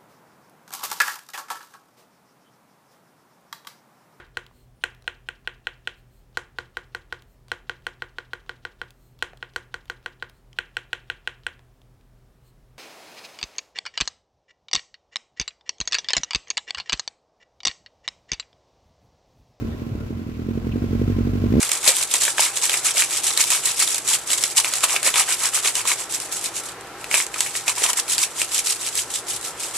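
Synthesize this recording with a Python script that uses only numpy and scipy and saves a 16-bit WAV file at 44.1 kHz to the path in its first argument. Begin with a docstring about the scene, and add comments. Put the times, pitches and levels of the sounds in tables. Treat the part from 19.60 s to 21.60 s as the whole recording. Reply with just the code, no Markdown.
"""Sharp, uneven exhaust puffs come first: a four-cylinder motorcycle idles on a paved yard.
Each firing sends out a steep pressure puff, a duller wave back from the pipe and a rush of gas;
the puffs ring the silencer. Low rumble, the hiss and taps of the valve gear and brief rattles lie behind.
The microphone moves from the engine towards the tailpipe; the throttle opens at the very end."""
import sys
import numpy as np
from scipy import signal
from scipy.io import wavfile
from scipy.ndimage import uniform_filter1d

SR = 44100
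rng = np.random.default_rng(int(sys.argv[2]) if len(sys.argv) > 2 else 0)


def transcribe(u):
    """Save the signal u as a 16-bit wav file named by the first command-line argument.

    u: samples, shape (n,) or (channels, n), limited to [-1, 1]; the rate is SR.
    q: integer samples, one column per channel.
    """
    v = np.clip(np.atleast_2d(u).T, -1, 1)
    q = np.round(v * 32767).astype(np.int16)
    wavfile.write(sys.argv[1], SR, q)


N = 88200
TIME = np.arange(N) / SR


def from_db(db):
    """Decibels to gain."""
    return 10 ** (np.asarray(db) / 20)


def rms_one(x):
    """Scale to unit rms."""
    return x / np.sqrt(np.mean(x ** 2) + 1e-20)


def at_time(rows, s=TIME):
    """Read a curve in time."""
    return np.interp(s, *np.transpose(rows))


def at_hz(rows, hz):
    """Read a spectrum on a log-frequency axis."""
    row_hz, values = np.transpose(rows)
    return np.interp(np.log(hz), np.log(row_hz), values)


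def bell(s, width):
    """A smooth swell centred on s; width is its standard deviation in seconds."""
    return np.exp(-.5 * ((TIME - s) / width) ** 2)


def pressure_pulse(s, width, lean):
    """Pressure radiated by a slug of gas: a dip between two crests, the first larger if lean < 0."""
    u = (TIME - s) / width
    return (u * u - 1 + lean * u) * bell(s, width)


def resonate(x, hz, width_hz):
    """A two-pole resonance with unit gain on top: a narrower width rings longer."""
    r = np.exp(-np.pi * width_hz / SR)
    numerator = np.array([1, 0, -1]) * (1 - r * r) / 2
    denominator = [1, -2 * r * np.cos(2 * np.pi * hz / SR), r * r]
    return signal.lfilter(numerator, denominator, x + 1e-18)


# stereo likeness of the two channels: (frequency [Hz], correlation [-1 to 1])
LIKENESS = [(100, 1), (300, .5), (600, .5), (1100, -0.17), (3000, -0.09), (15000, -0.11)]
# stereo balance: (frequency [Hz], left minus right [dB])
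TILT = [(100, -1), (1300, 1.5), (2400, -.5), (4400, -3.5), (6500, 2.5), (8000, -1), (10000, -6.5),
        (15000, -5)]


def noise(spectrum, low_hz, high_hz, count):
    """Stereo turbulence or clatter: count noise bands, each with its level, likeness and tilt; rms 1."""
    out = 0
    edges = np.geomspace(low_hz, min(high_hz, SR * .45), count + 1)
    white = rng.standard_normal((2, 2, N + SR // 4))   # the extra start lets the filters settle
    sides = np.array([[1], [-1]])   # left, right
    for k, band in enumerate(zip(edges, edges[1:])):
        band_filter = signal.butter(2, band, "band", fs=SR, output="sos")
        mid, side = signal.sosfilt(band_filter, white[k % 2])[:, -N:]
        hz = np.sqrt(band[0] * band[1])
        alike = np.clip(at_hz(LIKENESS, hz), -1, 1)
        stereo = np.sqrt(1 + alike) * mid + np.sqrt(1 - alike) * side * sides
        out = out + from_db(at_hz(spectrum, hz) + sides * at_hz(TILT, hz) / 2) * stereo
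    return rms_one(out)


# firing rate of the engine: (time [s], rate [Hz])
SPEED = [(0, 43.16), (.19, 39.52), (.24, 43.8), (.32, 32.91), (.45, 39.4), (.56, 47.43), (.61, 42.21),
         (.76, 37.36), (.85, 44.31), (.95, 45.99), (1.05, 41.26), (1.21, 49.84), (1.27, 43.75),
         (1.45, 48.44), (1.57, 45.68), (1.72, 48.17), (1.9, 46.79), (2, 87.5)]
START_TURN = -.07   # firing intervals


def firing_phase():
    """Running count of firing intervals: the integral of the firing rate."""
    return START_TURN + np.cumsum(at_time(SPEED)) / SR


def crank_times(count):
    """Moments that come count times per firing."""
    phase = firing_phase()
    return np.interp(np.arange(1, int(phase[-1] * count) + 1) / count, phase, TIME)


# firings that burn unusually hard or soft: (time [s], level change [dB])
ODD_FIRINGS = [(0.0247, 4.0), (0.046, 11), (0.071, -6.5), (0.0975, -12), (0.1207, -5.5), (0.1458, 6.5),
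               (0.1713, -10), (0.1967, -10), (0.2206, 5.5), (0.2677, 3.5), (0.2929, -14), (0.35, 11.5),
               (0.3791, -6.5), (0.4074, -3.5), (0.4337, -6), (0.4574, -4), (0.4822, -9), (0.5945, -4),
               (0.6918, -4.5), (0.7174, -3.0), (0.7706, -4), (0.795, -2.5), (0.9106, 3), (0.9972, -13),
               (1.2005, -6), (1.2213, 3), (1.2642, -7), (1.3533, 3.6), (1.4168, 2.5), (1.4595, -6),
               (1.4798, 4.5), (1.609, 4), (1.7161, -4), (1.7349, 3.5), (1.7553, -1.5), (1.8622, 3.5)]
# cylinders in firing order: (puff [dB], lateness [s], relative width, returning wave [dB], its delay [s])
CYLINDERS = [(-1.9, .0002, 0.91, -3, 0.0079), (-6.5, -.0004, 1.07, -2, .008),
             (-13.7, .0036, 1.25, -0.4, 0.0072), (-6.5, .0002, 1.15, -2, .0082)]
# throttle: (time [s], opening [0-1])
THROTTLE = [(0, 0), (1.9, 0.02), (1.94, 1), (2, 1)]
# strength of the exhaust at the microphone: (time [s], level [dB])
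EXHAUST_LEVEL = [(0, -22.5), (.3, -25), (.42, -23), (.55, -23.5), (.7, -21.5), (.88, -19.5), (1.05, -19.5),
                 (1.25, -17.5), (1.45, -17), (1.75, -17.5), (1.88, -15.5), (2, -16)]
SCATTER_DB = .5


def firings():
    """Every firing: chance, odd burns and uneven cylinders, which even out as the throttle opens."""
    times = crank_times(count=1)
    odd_db = SCATTER_DB * rng.standard_normal(len(times))
    for s, change_db in ODD_FIRINGS:
        nearest = np.argmin(abs(times - s))
        times[nearest], odd_db[nearest] = s, change_db
    fired = []
    for k, (s, odd) in enumerate(zip(times, odd_db)):
        puff_db, late_s, width, return_db, delay_s = CYLINDERS[(k + 1) % len(CYLINDERS)]
        idle = 1 - at_time(THROTTLE, s)   # 1 with the throttle closed
        fired.append(dict(
            time=s, puff_time=s + late_s * idle, idle=idle, odd_db=odd,
            level_db=at_time(EXHAUST_LEVEL, s), strength_db=(puff_db + odd) * idle,
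            width=width ** idle, return_db=return_db * idle, return_time=s + delay_s))
    return fired


PUFF_S, WEAK_WIDENING = .001, .02   # base width [s]; widening [share per dB of weakness]
# steep core of the hard firings; follows is dB per dB of puff strength
CRACK_DB, CRACK_S, CRACK_FOLLOWS = -18.5, 0.00047, 1.8
OPEN_CRACK_DB = 8   # stronger under throttle


def exhaust_puffs(fired):
    """Each firing expels a slug of gas with a steep core; weak burns make wider pulses."""
    puffs = 0
    for f in fired:
        at, level_db, strength_db = f["puff_time"], f["level_db"], f["strength_db"]
        width_s = PUFF_S * f["width"] * (1 - WEAK_WIDENING * f["odd_db"])
        puffs = puffs + from_db(level_db + strength_db) * pressure_pulse(at, width_s, lean=0)
        crack_db = CRACK_DB + level_db + CRACK_FOLLOWS * strength_db + OPEN_CRACK_DB * (1 - f["idle"])
        puffs = puffs + from_db(crack_db) * pressure_pulse(at, CRACK_S, lean=0)
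    return puffs


# strength of the wave back from the pipe: (time [s], level [dB])
RETURN_LEVEL = [(0, -25), (.3, -28.5), (.42, -22), (.55, -26), (.7, -28), (.88, -22.5), (1.05, -20.5),
                (1.25, -18.5), (1.45, -14), (1.75, -17), (1.88, -14.5), (2, -20.5)]
RETURN_S, RETURN_FOLLOWS = 0.003, 0.35   # width [s]; level change [dB per dB of odd burn]
RETURN_LEAN = -0.68   # the first crest outweighs the second


def returning_waves(fired):
    """Each firing's wave comes back from the pipe later, as a wider and so duller pulse."""
    returns = 0
    for f in fired:
        db = at_time(RETURN_LEVEL, f["time"]) + f["return_db"] + RETURN_FOLLOWS * f["odd_db"]
        returns = returns + from_db(db) * pressure_pulse(f["return_time"], RETURN_S, RETURN_LEAN)
    return returns


# steady throb: (time [s], level [dB])
THROB_LEVEL = [(0, -42), (.3, -40), (.55, -39), (1.05, -38.5), (1.45, -33.5), (1.75, -34), (2, -28)]


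def throb():
    """A steady sine at the firing rate, in step with the crank."""
    return -from_db(at_time(THROB_LEVEL)) * np.cos(2 * np.pi * firing_phase())


# silencer resonances: (frequency [Hz], width [Hz], left [dB], right [dB])
SILENCER = [(228.2, 20.6, 6, 16.5), (92, 61.6, 7.5, 11.5), (434, 68, 2.3, 4.5), (293, 142, 4, -31),
            (596, 10, 1, 5.5)]


def silencer_ring(puffs):
    """The puffs excite the silencer's resonances, each with its own left and right strength."""
    return sum(from_db([[left_db], [right_db]]) * resonate(puffs, hz, width_hz)
               for hz, width_hz, left_db, right_db in SILENCER)


# colour of the gas rush: (frequency [Hz], relative density [dB per Hz])
GAS = [(250, -1), (450, 0.5), (650, 5), (850, -8), (1100, -1.5), (2300, -5.5), (4000, -13), (7000, -19),
       (9000, -33.5), (12000, -21), (15500, -22)]
GAS_DB, GAS_DELAY_S, GAS_S = -23, 0.0032, 0.0042


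def gas_rush(fired):
    """Turbulent gas follows each puff as a short swell of noise."""
    rush = 0
    for f in fired:
        db = GAS_DB + f["level_db"] + f["strength_db"] / 2
        rush = rush + from_db(db) * bell(f["puff_time"] + GAS_DELAY_S, GAS_S)
    return rush * noise(GAS, 231.6, 16900, count=16)


RIGHT_LAG_S, RIGHT_DB = 0.0002, -0.25   # the right channel comes later and softer, gas rush apart


def exhaust():
    """Puffs, returning waves, throb and silencer ring add up as pressure, with the gas rush over them."""
    fired = firings()
    puffs = exhaust_puffs(fired)
    left, right = puffs + returning_waves(fired) + throb() + silencer_ring(puffs)
    right = from_db(RIGHT_DB) * np.interp(TIME - RIGHT_LAG_S, TIME, right)
    return np.array([left, right]) + gas_rush(fired)


# colour of the engine block: (frequency [Hz], relative density [dB per Hz])
RUMBLE = [(25, -38), (45, 0), (70, 0.5), (125, 2.5), (170, -8), (250, -2), (450, -11), (700, -22),
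          (1200, -64)]
# rumble: (time [s], level [dB])
RUMBLE_LEVEL = [(0, -32.5), (.12, -32), (.2, -36), (.4, -34.5), (.65, -39), (1.2, -33.5), (2, -32)]
# low thumps: (time [s], frequency [Hz], level [dB], length [s])
THUMPS = [(0.0836, 88, -22, 0.0057), (0.1247, 78, -21.5, 0.0129), (0.3244, 109, -19, 0.0073),
          (0.558, 94, -28, 0.0081), (1.12, 88, -24, 0.0087)]
DRONE_HZ, DRONE_S, DRONE_LENGTH_S, DRONE_DB = 228.65, 0.082, .031, -25   # a 229 Hz tone swells briefly


def rumble():
    """Low noise from the engine block, one brief sine swell near 229 Hz and a few soft sine thumps."""
    block = from_db(at_time(RUMBLE_LEVEL)) * noise(RUMBLE, 35.2, 927, count=10)
    drone = from_db(DRONE_DB) * bell(DRONE_S, DRONE_LENGTH_S) * np.sin(2 * np.pi * DRONE_HZ * TIME)
    thumps = sum(-from_db(db) * bell(s, length_s) * np.cos(2 * np.pi * hz * (TIME - s))
                 for s, hz, db, length_s in THUMPS)
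    return block + drone + thumps


# valve gear and chain, hiss and taps together: (time [s], level [dB])
CLATTER_LEVEL = [(0, -46), (.3, -48), (.62, -50), (.9, -48.5), (1.15, -46.5), (1.4, -44), (1.8, -44.5),
                 (1.9, -42.5), (2, -42)]
# colour of their hiss: (frequency [Hz], relative density [dB per Hz])
CLATTER = [(600, -8.5), (720, -3), (880, -9.5), (1040, 1.5), (1180, -4.5), (1450, 0), (1710, -8.5),
           (2560, -6), (3270, -11.5), (3700, -11.5), (7300, -18), (8300, -22.5), (9400, -27.5),
           (11500, -20.5), (15500, -23.5)]
# engine casing rung by valve taps: (frequency [Hz], relative level [dB], width [Hz])
CASING = [(1041, 4.5, 35), (1343, -1.5, 17), (1980, -1.5, 90), (2283, -7.5, 13), (2620, -10, 160),
          (3400, -11, 17), (4370, -23.5, 70), (5050, -12, 80), (6170, -16, 81)]
CLATTER_DB, CLATTER_FLICKER_DB = -0.5, 1.1
CLATTER_SURGE_DB = 0.48   # swells once per engine cycle
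TAPS_DB, TAP_SCATTER_DB = -8, 3.5


def valve_gear():
    """A flickering mechanical hiss, and taps four times per firing that ring the casing."""
    flicker = rms_one(uniform_filter1d(rng.standard_normal(N), size=220))
    surge = np.cos(2 * np.pi * np.cumsum(at_time(SPEED)) / SR / len(CYLINDERS))
    hiss_db = CLATTER_DB + CLATTER_FLICKER_DB * flicker + CLATTER_SURGE_DB * surge
    hiss = from_db(hiss_db) * noise(CLATTER, 596, 16580, count=26)
    at = (crank_times(count=4) * SR).astype(int)
    rings = 0
    for hz, db, width_hz in CASING:
        strength = from_db(TAP_SCATTER_DB * rng.standard_normal((2, len(at))))
        taps = np.zeros((2, N))
        taps[:, at] = strength * rng.choice([-1, 1], (2, len(at)))
        rings = rings + from_db(db) * rms_one(resonate(taps, hz, width_hz))
    return from_db(at_time(CLATTER_LEVEL)) * (hiss + from_db(TAPS_DB) * rms_one(rings))


# brief metallic rattles: (time [s], frequency [Hz], width [Hz], length [s], level [dB])
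RATTLES = [(.12, 3560, 250, 0.013, -55), (.135, 1874, 120, .008, -49.5), (0.406, 1416, 150, 0.027, -52),
           (0.656, 1025, 90, .011, -48), (.755, 2240, 1590, 0.0095, -50.5), (1.123, 2900, 900, .004, -44),
           (1.126, 2570, 300, .007, -43.5)]


def rattles():
    """Loose metal parts buzz for a moment: noise through a doubled resonance, each at its own pitch."""
    out = 0
    for s, hz, width_hz, length_s, db in RATTLES:
        ring = resonate(resonate(rng.standard_normal((2, N)), hz, width_hz), hz, width_hz)
        out = out + from_db(db) * bell(s, length_s) * rms_one(ring)
    return out


def scene():
    """The whole motorcycle."""
    return exhaust() + rumble() + valve_gear() + rattles()


CUTOFF_HZ = 15800


def record(dry):
    """The top is cut steeply, without shifting the phase."""
    low_pass = signal.ellip(10, .05, 70, CUTOFF_HZ, fs=SR, output="sos")
    return signal.sosfiltfilt(low_pass, dry)


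dry = scene()
out = record(dry)
transcribe(out)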